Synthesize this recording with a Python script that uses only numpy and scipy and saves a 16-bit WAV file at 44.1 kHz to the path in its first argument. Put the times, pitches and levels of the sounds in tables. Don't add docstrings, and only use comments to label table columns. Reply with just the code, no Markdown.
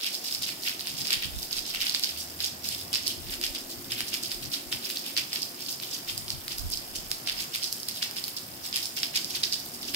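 import sys
import numpy as np
from scipy import signal
from scipy.fft import rfft, irfft, next_fast_len
from scipy.io import wavfile
from scipy.ndimage import uniform_filter1d

SR = 44100
rng = np.random.default_rng(int(sys.argv[2]) if len(sys.argv) > 2 else 0)


def pcm_store(signal):
    levels = np.round(np.clip(np.atleast_2d(signal), -1, 1) * 32767)
    wavfile.write(sys.argv[1], SR, levels.astype(np.int16).T)


N = 438794

# (time of peak [s], level [dB], rise [s], fullness below 3 kHz [dB])
CLUMPS = [(0.07, -35, 0.051, 4), (0.148, -39.5, 0.022, -5), (0.25, -39.5, 0.01, 1.5),
          (0.3, -40.5, 0.048, 0), (0.348, -38.5, 0.043, -1.5), (0.43, -32.5, 0.011, -5.0),
          (0.495, -37, 0.031, 4.5), (0.64, -40.0, 0.018, -2), (0.683, -30.5, 0.028, 5),
          (0.813, -48, 0.018, 1.5), (0.902, -39.5, 0.044, 3.5), (1.011, -37.5, 0.049, -3),
          (1.065, -34, 0.014, 2), (1.133, -30.5, 0.029, 5.5), (1.233, -32, 0.011, 3.5),
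          (1.436, -43.5, 0.07, -4.5), (1.533, -37.5, 0.019, 0.5), (1.577, -36.5, 0.015, 0.0),
          (1.7, -37, 0.04, -3.5), (1.753, -35.0, 0.016, 7), (1.817, -30, 0.012, 5),
          (1.865, -34, 0.008, 4.5), (1.902, -37, 0.04, -2), (1.952, -33, 0.012, 2.0),
          (2.04, -32.5, 0.0097, 0.5), (2.095, -40, 0.008, 3.5), (2.17, -41.5, 0.012, 0),
          (2.221, -42, 0.049, -12), (2.411, -37, 0.012, 2.5), (2.452, -35.5, 0.03, -0.5),
          (2.656, -38.5, 0.014, -1), (2.692, -48, 0.048, -1.5), (2.728, -35.5, 0.018, 2),
          (2.81, -44.5, 0.03, -4), (2.953, -30.5, 0.016, 2.5), (3.103, -39, 0.053, -1),
          (3.341, -38.5, 0.046, 4), (3.447, -33, 0.017, 2.5), (3.56, -35.5, 0.011, 3.5),
          (3.721, -43.5, 0.028, -18), (3.93, -35, 0.022, 4.5), (3.996, -34.5, 0.017, 7.0),
          (4.088, -40.5, 0.017, -4), (4.147, -35, 0.022, 3.5), (4.24, -36.5, 0.013, -4.5),
          (4.317, -36.5, 0.017, 3), (4.438, -43, 0.016, -2), (4.539, -33, 0.015, 2),
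          (4.727, -33, 0.0095, 5), (4.859, -38.5, 0.026, 2.0), (4.907, -37.0, 0.016, 4),
          (4.977, -38.5, 0.019, -2.0), (5.079, -36.5, 0.025, 4.0), (5.18, -30, 0.013, 4),
          (5.364, -36.5, 0.039, 2), (5.428, -38.5, 0.013, -12), (5.626, -42.5, 0.039, -2),
          (5.722, -39, 0.06, -10), (5.833, -38.5, 0.014, 3), (5.948, -37.5, 0.043, -5),
          (6.094, -34, 0.014, 2.5), (6.181, -45, 0.013, -8), (6.318, -44, 0.033, -1),
          (6.519, -37, 0.017, 3), (6.589, -42.5, 0.012, -13), (6.74, -38, 0.03, -14),
          (6.961, -38, 0.011, 0.5), (7.115, -42, 0.011, 1.5), (7.302, -33.5, 0.029, 5.5),
          (7.413, -35, 0.036, 2), (7.554, -36, 0.019, 2.5), (7.643, -33.5, 0.015, -4.5),
          (7.728, -44, 0.009, -12), (7.788, -48, 0.024, -10), (7.89, -37.5, 0.011, -2.0),
          (7.979, -42.5, 0.03, -8), (8.032, -31, 0.011, 4), (8.173, -36, 0.013, 2.5),
          (8.244, -42, 0.0054, -2.5), (8.285, -45, 0.012, 2), (8.37, -40, 0.0053, -15),
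          (8.663, -44, 0.026, 1), (8.766, -31.5, 0.022, 2.5), (8.862, -40.5, 0.054, -7),
          (8.98, -32, 0.013, 2.5), (9.037, -34.5, 0.009, 2.5), (9.166, -31, 0.018, 3.5),
          (9.312, -38.5, 0.016, -5), (9.358, -32, 0.013, 1.5), (9.442, -30.5, 0.0087, 0.0),
          (9.534, -33.5, 0.013, -4.5), (9.6, -44, 0.0088, -5), (9.664, -49, 0.01, -7),
          (9.743, -43.5, 0.008, -5), (9.829, -38.0, 0.014, 2.5), (9.886, -39, 0.011, 1),
          (9.947, -34.5, 0.0092, 7)]
# (time [s], peak [dB], pitch [Hz], half-length [s], left minus right [dB])
PUFFS = [(0.403, -40, 101, 0.064, 13), (0.948, -37, 121, 0.03, 19), (1.024, -35.5, 153, 0.082, 20),
         (1.172, -37, 76, 0.019, -1), (1.275, -32, 80, 0.036, -11), (1.36, -27, 55.6, 0.069, -7),
         (3.214, -36, 73, 0.12, 19), (3.302, -35.5, 54, 0.056, -9), (3.501, -39.5, 57.7, 0.044, -13),
         (3.786, -38, 95, 0.05, 13), (3.923, -43, 95, 0.103, 16), (4.03, -39, 93.5, 0.024, 14),
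         (4.36, -41, 42, 0.13, 9), (4.462, -33, 127, 0.074, 14), (4.68, -41, 52, 0.034, 18),
         (4.752, -37, 100, 0.056, 21), (6.198, -37, 99, 0.13, 14), (6.34, -33, 99, 0.11, 18),
         (6.652, -25.5, 55, 0.066, -4), (6.767, -41, 38, 0.058, -7), (7.1, -45, 35, 0.1, 2),
         (7.346, -46, 38, 0.12, 0)]
PORT_OFFSET_SAMPLES = 14


def amp(db):
    return 10 ** (np.asarray(db) / 20)


def unit(x):
    return x / np.sqrt(np.mean(x ** 2) + 1e-20)


def over_hz(points, hz):
    f, value = np.transpose(points)
    return np.interp(np.log(hz + 1), np.log(f + 1), value)


def over_time(rows, column=1):
    rows = np.array(rows)
    return np.interp(np.arange(N) / SR, rows[:, 0], rows[:, column])


def resonate(x, hz, width_hz):
    turn = np.exp(2j * np.pi * np.cumsum(hz * np.ones(x.shape[-1])) / SR)
    r = np.exp(-np.pi * width_hz / SR)
    return 2 * (turn * signal.lfilter([1 - r], [1, -r], x / turn)).real


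def drift(fastest_hz):
    t = np.arange(0, N + 512, 256) / SR
    rates_hz = fastest_hz * np.geomspace(.05, 1, num=24)
    waves = sum(np.sin(2 * np.pi * (f * t + rng.random())) / np.sqrt(f) for f in rates_hz)
    return np.interp(np.arange(N) / SR, t, unit(waves))


def two_ports(shared, own, likeness):
    likeness = np.clip(likeness, 0, 1)
    both = np.array([shared, np.roll(shared, -PORT_OFFSET_SAMPLES, -1)])
    return likeness * both + np.sqrt(1 - likeness ** 2) * own


def bands(hz):
    low = 1 / (1 + (hz / 3300) ** 6)
    high = 1 / (1 + (7000 / (hz + 1)) ** 8)
    return low, 1 - low - high, high


def drops(likeness=0.37, time_scale_ms=0.46, fullness_factor=2.38):
    # (time [s], peak of the middle register [dB], snap above 7 kHz [dB])
    fat_drops = [(0.0641, -25, -5.0), (0.1454, -21.5, -2.5), (0.3495, -19, -18), (0.4234, -23.5, -5.0),
                 (0.4322, -23, -4), (0.491, -22.5, -8.0), (0.636, -23, -3), (0.6831, -25, 0),
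                 (0.695, -21, -3.0), (0.795, -23.5, -10), (0.8086, -22, -8), (0.8717, -22, 4),
                 (1.006, -25, 4), (1.0711, -21, 4), (1.1065, -17, 5), (1.13, -13, 5.5),
                 (1.1373, -16.5, 4.0), (1.4306, -24, -5), (1.5291, -18, -4), (1.569, -23.0, -2),
                 (1.5843, -23, -7), (1.5915, -21.5, -4.0), (1.7483, -22, 0.0), (1.8192, -22.5, 6),
                 (1.8682, -17, -5.0), (1.8962, -15.5, -8), (1.948, -13.5, -6), (1.996, -23, 10),
                 (2.0283, -25, -6.0), (2.0372, -14.0, -10), (2.0445, -16, -11), (2.092, -24, 1),
                 (2.4047, -19, -7.0), (2.4445, -16, 0), (2.689, -18.5, 12), (2.9308, -21.5, 11),
                 (2.94, -15.5, -6.0), (2.9493, -18, -2.0), (2.9568, -14, -15), (3.0716, -18.5, 0),
                 (3.0791, -16, 12), (3.4141, -22.5, 8), (3.4388, -17, 6.0), (3.4653, -21.5, 3),
                 (3.55, -23, -2), (3.9202, -22, 4), (4.0065, -19.5, 10), (4.1418, -17, 10),
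                 (4.2354, -22, 6), (4.3178, -20.5, 5), (4.4314, -31, -3), (4.5187, -27, 3),
                 (4.5361, -23.5, 9), (4.7273, -18.5, -6), (4.902, -21.5, 5), (4.9721, -19, -12),
                 (5.167, -18, -1.0), (5.1761, -16.5, -4), (5.1842, -20, -8.0), (5.3312, -17.5, -1),
                 (5.3592, -19, -9), (5.421, -23, 2), (5.6637, -24.0, -3.0), (5.8002, -27, -3),
                 (6.0982, -27, 4.0), (6.1784, -22.5, 13), (6.2816, -25, -1), (6.3041, -18.5, -3.5),
                 (6.481, -21, 3), (6.584, -26.5, 13), (6.702, -31, 15.0), (6.7736, -22, 4.0),
                 (6.958, -26, 8), (7.1156, -14, 7), (7.2742, -18, 1.0), (7.2977, -17.5, -2),
                 (7.5502, -23, 9), (7.559, -20.5, 11), (7.635, -21, 6), (7.6428, -21, 2.0), (7.727, -18, 9),
                 (7.8322, -25.0, 0), (7.8868, -21, 8.5), (8.0278, -15, 2.0), (8.1118, -27, 13),
                 (8.1675, -26, -2.0), (8.241, -20, -12), (8.2812, -26.5, 15), (8.7283, -22.0, -10),
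                 (8.76, -17, 9), (8.7676, -17.5, 11), (8.8572, -23.5, 1.0), (8.9733, -23.5, -2),
                 (9.0325, -14, -8), (9.1609, -16, 5.0), (9.1728, -21, 3), (9.2458, -20.5, 2.0),
                 (9.3065, -25.0, 5.0), (9.3566, -23, -8), (9.438, -11.5, -15), (9.525, -18, -13),
                 (9.5347, -19, -11), (9.541, -23, -4.0), (9.9465, -18.5, 7)]
    # (frequency [Hz], level [dB])
    splat = [(700, -23), (1500, -12.5), (2800, -5), (4500, 7), (7000, -7.5), (10500, -8), (16000, -19.5)]
    s, db, snap_db = np.transpose(fat_drops)[:, :, None]
    clumps = np.array(CLUMPS)
    nearest = np.abs(s - clumps[:, 0]).argmin(axis=1)
    full_db = fullness_factor * clumps[nearest, -1:]

    size, peak = 512, 160
    t = (np.arange(size) - peak) / SR / (time_scale_ms / 1000)
    before = np.minimum(t, 0)
    rise = 0.53 * np.exp(before * 2.6) + 0.11 * np.exp(before / 0.55)
    shape = np.where(t < 0, rise, np.exp(-t * 2.6))
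    noise = rng.standard_normal((len(s), 3, size)) * shape
    spectrum = rfft(two_ports(noise[:, 0], noise[:, 1:].swapaxes(0, 1), likeness))
    spectrum /= np.sqrt(uniform_filter1d(np.abs(spectrum) ** 2, size=25, axis=-1))

    hz = np.fft.rfftfreq(size, 1 / SR)
    low, mid, high = bands(hz)
    spectrum *= amp(over_hz(splat, hz) + full_db * low + snap_db * high)
    middle_peak = np.abs(irfft(spectrum * mid)).max(-1).mean(0)
    bursts = irfft(spectrum) * amp(db) / middle_peak[:, None]

    out = np.zeros((2, N + size))
    starts = np.round(s[:, 0] * SR).astype(int) - peak
    for start, burst in zip(starts, bursts.swapaxes(0, 1)):
        out[:, start:start + size] += burst
    return out[:, :N]


def spatter(per_s=1600., spread_db=4.0, likeness=0.42, cycles=4.1, even_hz=8900):
    # (frequency [Hz], level [dB])
    spray = [(700, -25), (1500, -17.5), (2800, -3), (4500, 0.5), (7000, -4.5), (10500, -5.5), (16000, -0.5)]
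    kinds, t, out = 40, np.arange(224) / SR, np.zeros((2, N))
    envelope = t * np.exp(-t / 0.00069)
    size = amp(spread_db * np.minimum(rng.exponential(1, N), 4))
    size *= rng.random(N) < per_s / SR
    kind = rng.integers(0, kinds, N)
    for k, hz in enumerate(np.geomspace(1300, 15000, num=kinds)):
        ticks = resonate(rng.standard_normal((3, len(t))) * envelope, hz, hz / cycles)
        ticks = ticks / np.sqrt(np.mean(ticks ** 2, 1, keepdims=True) * 5000 / hz)
        sizes = size ** (1 / (1 + (hz / even_hz) ** 2))
        hits = (sizes * (kind == k))[None]
        out += signal.oaconvolve(hits, two_ports(ticks[0], ticks[1:], likeness), axes=1)[:, :N]

    fft_size = next_fast_len(N)
    hz = np.fft.rfftfreq(fft_size, 1 / SR)
    z = rfft(out, fft_size) * amp(over_hz(spray, hz))
    parts = [irfft(z * share, fft_size)[:, :N] for share in bands(hz)]
    return sum(part * level for part, level in zip(parts, clump_levels())) / np.std(parts[1])


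def clump_levels(fall_db_per_s=366.0, fine_fall_db_per_s=243.0):
    # [low, middle, high register] [dB]
    patter_db = [-55.5, -55.5, -50]
    snap_db_at_usual, snap_per_db, usual_clump_db = -2.04, -0.6434, -41.5
    thin_per_db = 1.3
    fine_lead, fine_rise_s = 0.82, 0.003
    step = 32
    s, db, rise_s, full_db = np.transpose(CLUMPS)[:, :, None]
    snap_db = snap_db_at_usual + snap_per_db * (db - usual_clump_db)
    t = np.arange(0, N + step, step) / SR - s
    body_db = np.where(t < 0, -6 * (t / np.maximum(rise_s, .003)) ** 2, -fall_db_per_s * t)
    early = t + fine_lead * rise_s
    fine_db = np.where(early < 0, -6 * (early / fine_rise_s) ** 2, -fine_fall_db_per_s * np.maximum(t, 0))
    low_db = body_db + full_db
    middle_db = body_db - thin_per_db * np.maximum(full_db, 0)
    levels = []
    for shape_db, between_db in zip((low_db, middle_db, fine_db + snap_db), patter_db):
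        power = (amp(db + shape_db) ** 2).sum(0) + amp(between_db) ** 2
        levels.append(np.interp(np.arange(N) / step, np.arange(len(power)), np.sqrt(power)))
    return levels


def porch(x):
    # (frequency [Hz], t60 [s])
    decay = [(1500, 0.4), (4000, 0.39), (8000, 0.45), (15000, 0.18)]
    spots = 8
    hz, t, z = signal.stft(rng.standard_normal((spots, 2, SR // 4)), SR, nperseg=128)
    fade = amp(-60 * t / over_hz(decay, hz)[:, None])
    tails = signal.istft(z * fade, SR, nperseg=128)[1]
    tails *= np.clip(np.arange(tails.shape[-1]) / SR / 0.0013, 0, 1)
    spot = np.repeat(rng.integers(0, spots, N // 256 + 1), 256)[:N]
    return sum(signal.oaconvolve(x * (spot == k), tail / np.linalg.norm(tail[0]), axes=1)[:, :N]
               for k, tail in enumerate(tails))


def wash(level_db=-44.5, patchy_db=1.):
    # (frequency [Hz], density [dB per Hz])
    spectrum = [(20, -34), (60, -28), (110, -3.5), (300, -3.5), (430, -6.5), (560, -6), (690, -2),
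                (900, -7.5), (1900, -9.5), (4500, -19), (10000, -19), (16000, -11)]
    # (frequency [Hz], likeness [0-1])
    alike = [(60, 1), (290, 0.86), (640, 0.49), (1400, 0.39), (3000, 0.074)]
    # (time [s], gain [dB])
    bass = [(0, -13), (.4, 2.5), (1.6, 1), (3.3, 9), (3.55, -14), (3.85, 5), (4.9, 1.5), (5.3, 2.5),
            (9.95, 7.5)]
    frames, hz = N // 256 + 5, np.fft.rfftfreq(1024, 1 / SR)
    a, b, c, d, patches = rng.standard_normal((frames, len(hz), 5)).T
    patches = unit(uniform_filter1d(uniform_filter1d(patches, size=10, axis=0), size=14, axis=1))
    same = np.clip(over_hz(alike, hz), 0, 1)[:, None]
    left = a + 1j * b
    lag = np.exp(-2j * np.pi * hz * PORT_OFFSET_SAMPLES / SR)[:, None]
    right = same * lag * left + np.sqrt(1 - same ** 2) * (c + 1j * d)
    z = np.array([left, right])
    tilt_db = np.array([.8, -.8])[:, None, None]
    z *= amp(over_hz(spectrum, hz)[:, None] + patchy_db * patches + tilt_db)
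    bass_db = over_time(bass)[np.minimum(np.arange(frames) * 256, N - 1)]
    z *= amp(bass_db / (1 + (hz[:, None] / 170) ** 4))
    return amp(level_db) * unit(signal.istft(z, nperseg=1024, noverlap=768)[1][:, :N])


def drone():
    # (time [s], level [dB])
    swell = [(0, -57), (2.8, -55.5), (3.2, -50), (4.9, -50.5), (5.3, -53), (7, -57), (8.6, -57.5),
             (9.2, -53.5), (9.95, -51)]
    # (pitch [Hz], width of each of two passes [Hz], relative level [dB])
    fuzzy_tones = [(247.1, 22, 1.5), (277, 41, 5.5), (340.8, 57, 6), (202, 13, -4), (100, 10, -10.5),
                   (540, 8.1, -9)]
    # (time [s], level [dB], pitch [Hz])
    low_hum = [(2.0, -86, 78.6), (2.1, -53, 76.7), (3.1, -55.5, 87.2), (3.2, -87, 83)]
    noise = rng.standard_normal(N)
    tones = sum(amp(db) * unit(resonate(resonate(noise, hz, width_hz), hz, width_hz))
                for hz, width_hz, db in fuzzy_tones)
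    hum_hz = over_time(low_hum, column=2) + 1.2 * drift(10.0)
    hum = np.sin(2 * np.pi * np.cumsum(hum_hz) / SR) * amp(3. * drift(18.0))
    mono = unit(tones) * amp(over_time(swell)) + hum * amp(over_time(low_hum))
    return mono * amp([[.9], [-.9]])


def wind(ragged=0.37):
    low = signal.butter(2, 45., fs=SR, output="sos")
    flutter = unit(signal.sosfilt(low, rng.standard_normal((2, N))))
    lumps_db = 8.1 * np.array([drift(8.2), drift(4.9)])
    out = flutter * amp(flutter_db() + lumps_db)
    eddies = rng.standard_normal((2, N))
    for s, db, hz, half_s, pan_db in PUFFS:
        t = np.arange(-half_s, half_s, 1 / SR)
        start = round((s - half_s) * SR)
        part = slice(start, start + len(t))
        width_hz = ragged * hz * 2
        swings = resonate(resonate(eddies[:, part], hz, width_hz), hz, width_hz)
        swings *= np.exp(-(1.94 * t / half_s) ** 2)
        swings /= np.abs(swings).max(1)[:, None]
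        out[:, part] += amp(db + np.minimum([[pan_db], [-pan_db]], 0)) * swings
    return out


def flutter_db(calm_db=-72, swell_db=-22.5, gather_s=0.071, settle_db_per_s=45):
    step = 256
    s, db, hz = np.transpose(PUFFS)[:3, :, None]
    t = np.arange(0, N + step, step) / SR - s
    shape_db = np.where(t < 0, -6 * (t / gather_s) ** 2, -settle_db_per_s * t)
    swell = amp(db + swell_db - 7.9 * np.log2(hz / 55) + shape_db)
    level_db = 10 * np.log10((swell ** 2).sum(0) + amp(calm_db) ** 2)
    return np.interp(np.arange(N) / step, np.arange(len(level_db)), level_db)


def scene(porch_db=-6):
    near = drops() + spatter()
    return near + amp(porch_db) * porch(near) + wash() + drone() + wind()


def record(dry, bass_cut_hz=22., edge_hz=15780):
    # (pitch [Hz], width [Hz], boost [dB])
    port_peaks = [
        [(3050, 510, 1.5), (7320, 1700, 3), (8830, 520, 3.5), (15800, 4400, 1)],
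        [(5100, 700, 9), (11930, 840, 7.5), (9280, 260, 6)],
    ]
    ports = []
    for x, peaks in zip(dry, port_peaks):
        boosts = sum((amp(db) - 1) * signal.lfilter(*signal.iirpeak(hz, hz / width_hz, SR), x)
                     for hz, width_hz, db in peaks)
        ports.append(x + boosts)
    ports = signal.sosfilt(signal.butter(2, bass_cut_hz, "highpass", fs=SR, output="sos"), np.array(ports))
    band_limit = signal.firwin(511, edge_hz, window=("kaiser", 6), fs=SR)
    return signal.oaconvolve(ports, band_limit[None], "same")


dry = scene()
out = record(dry)
pcm_store(out)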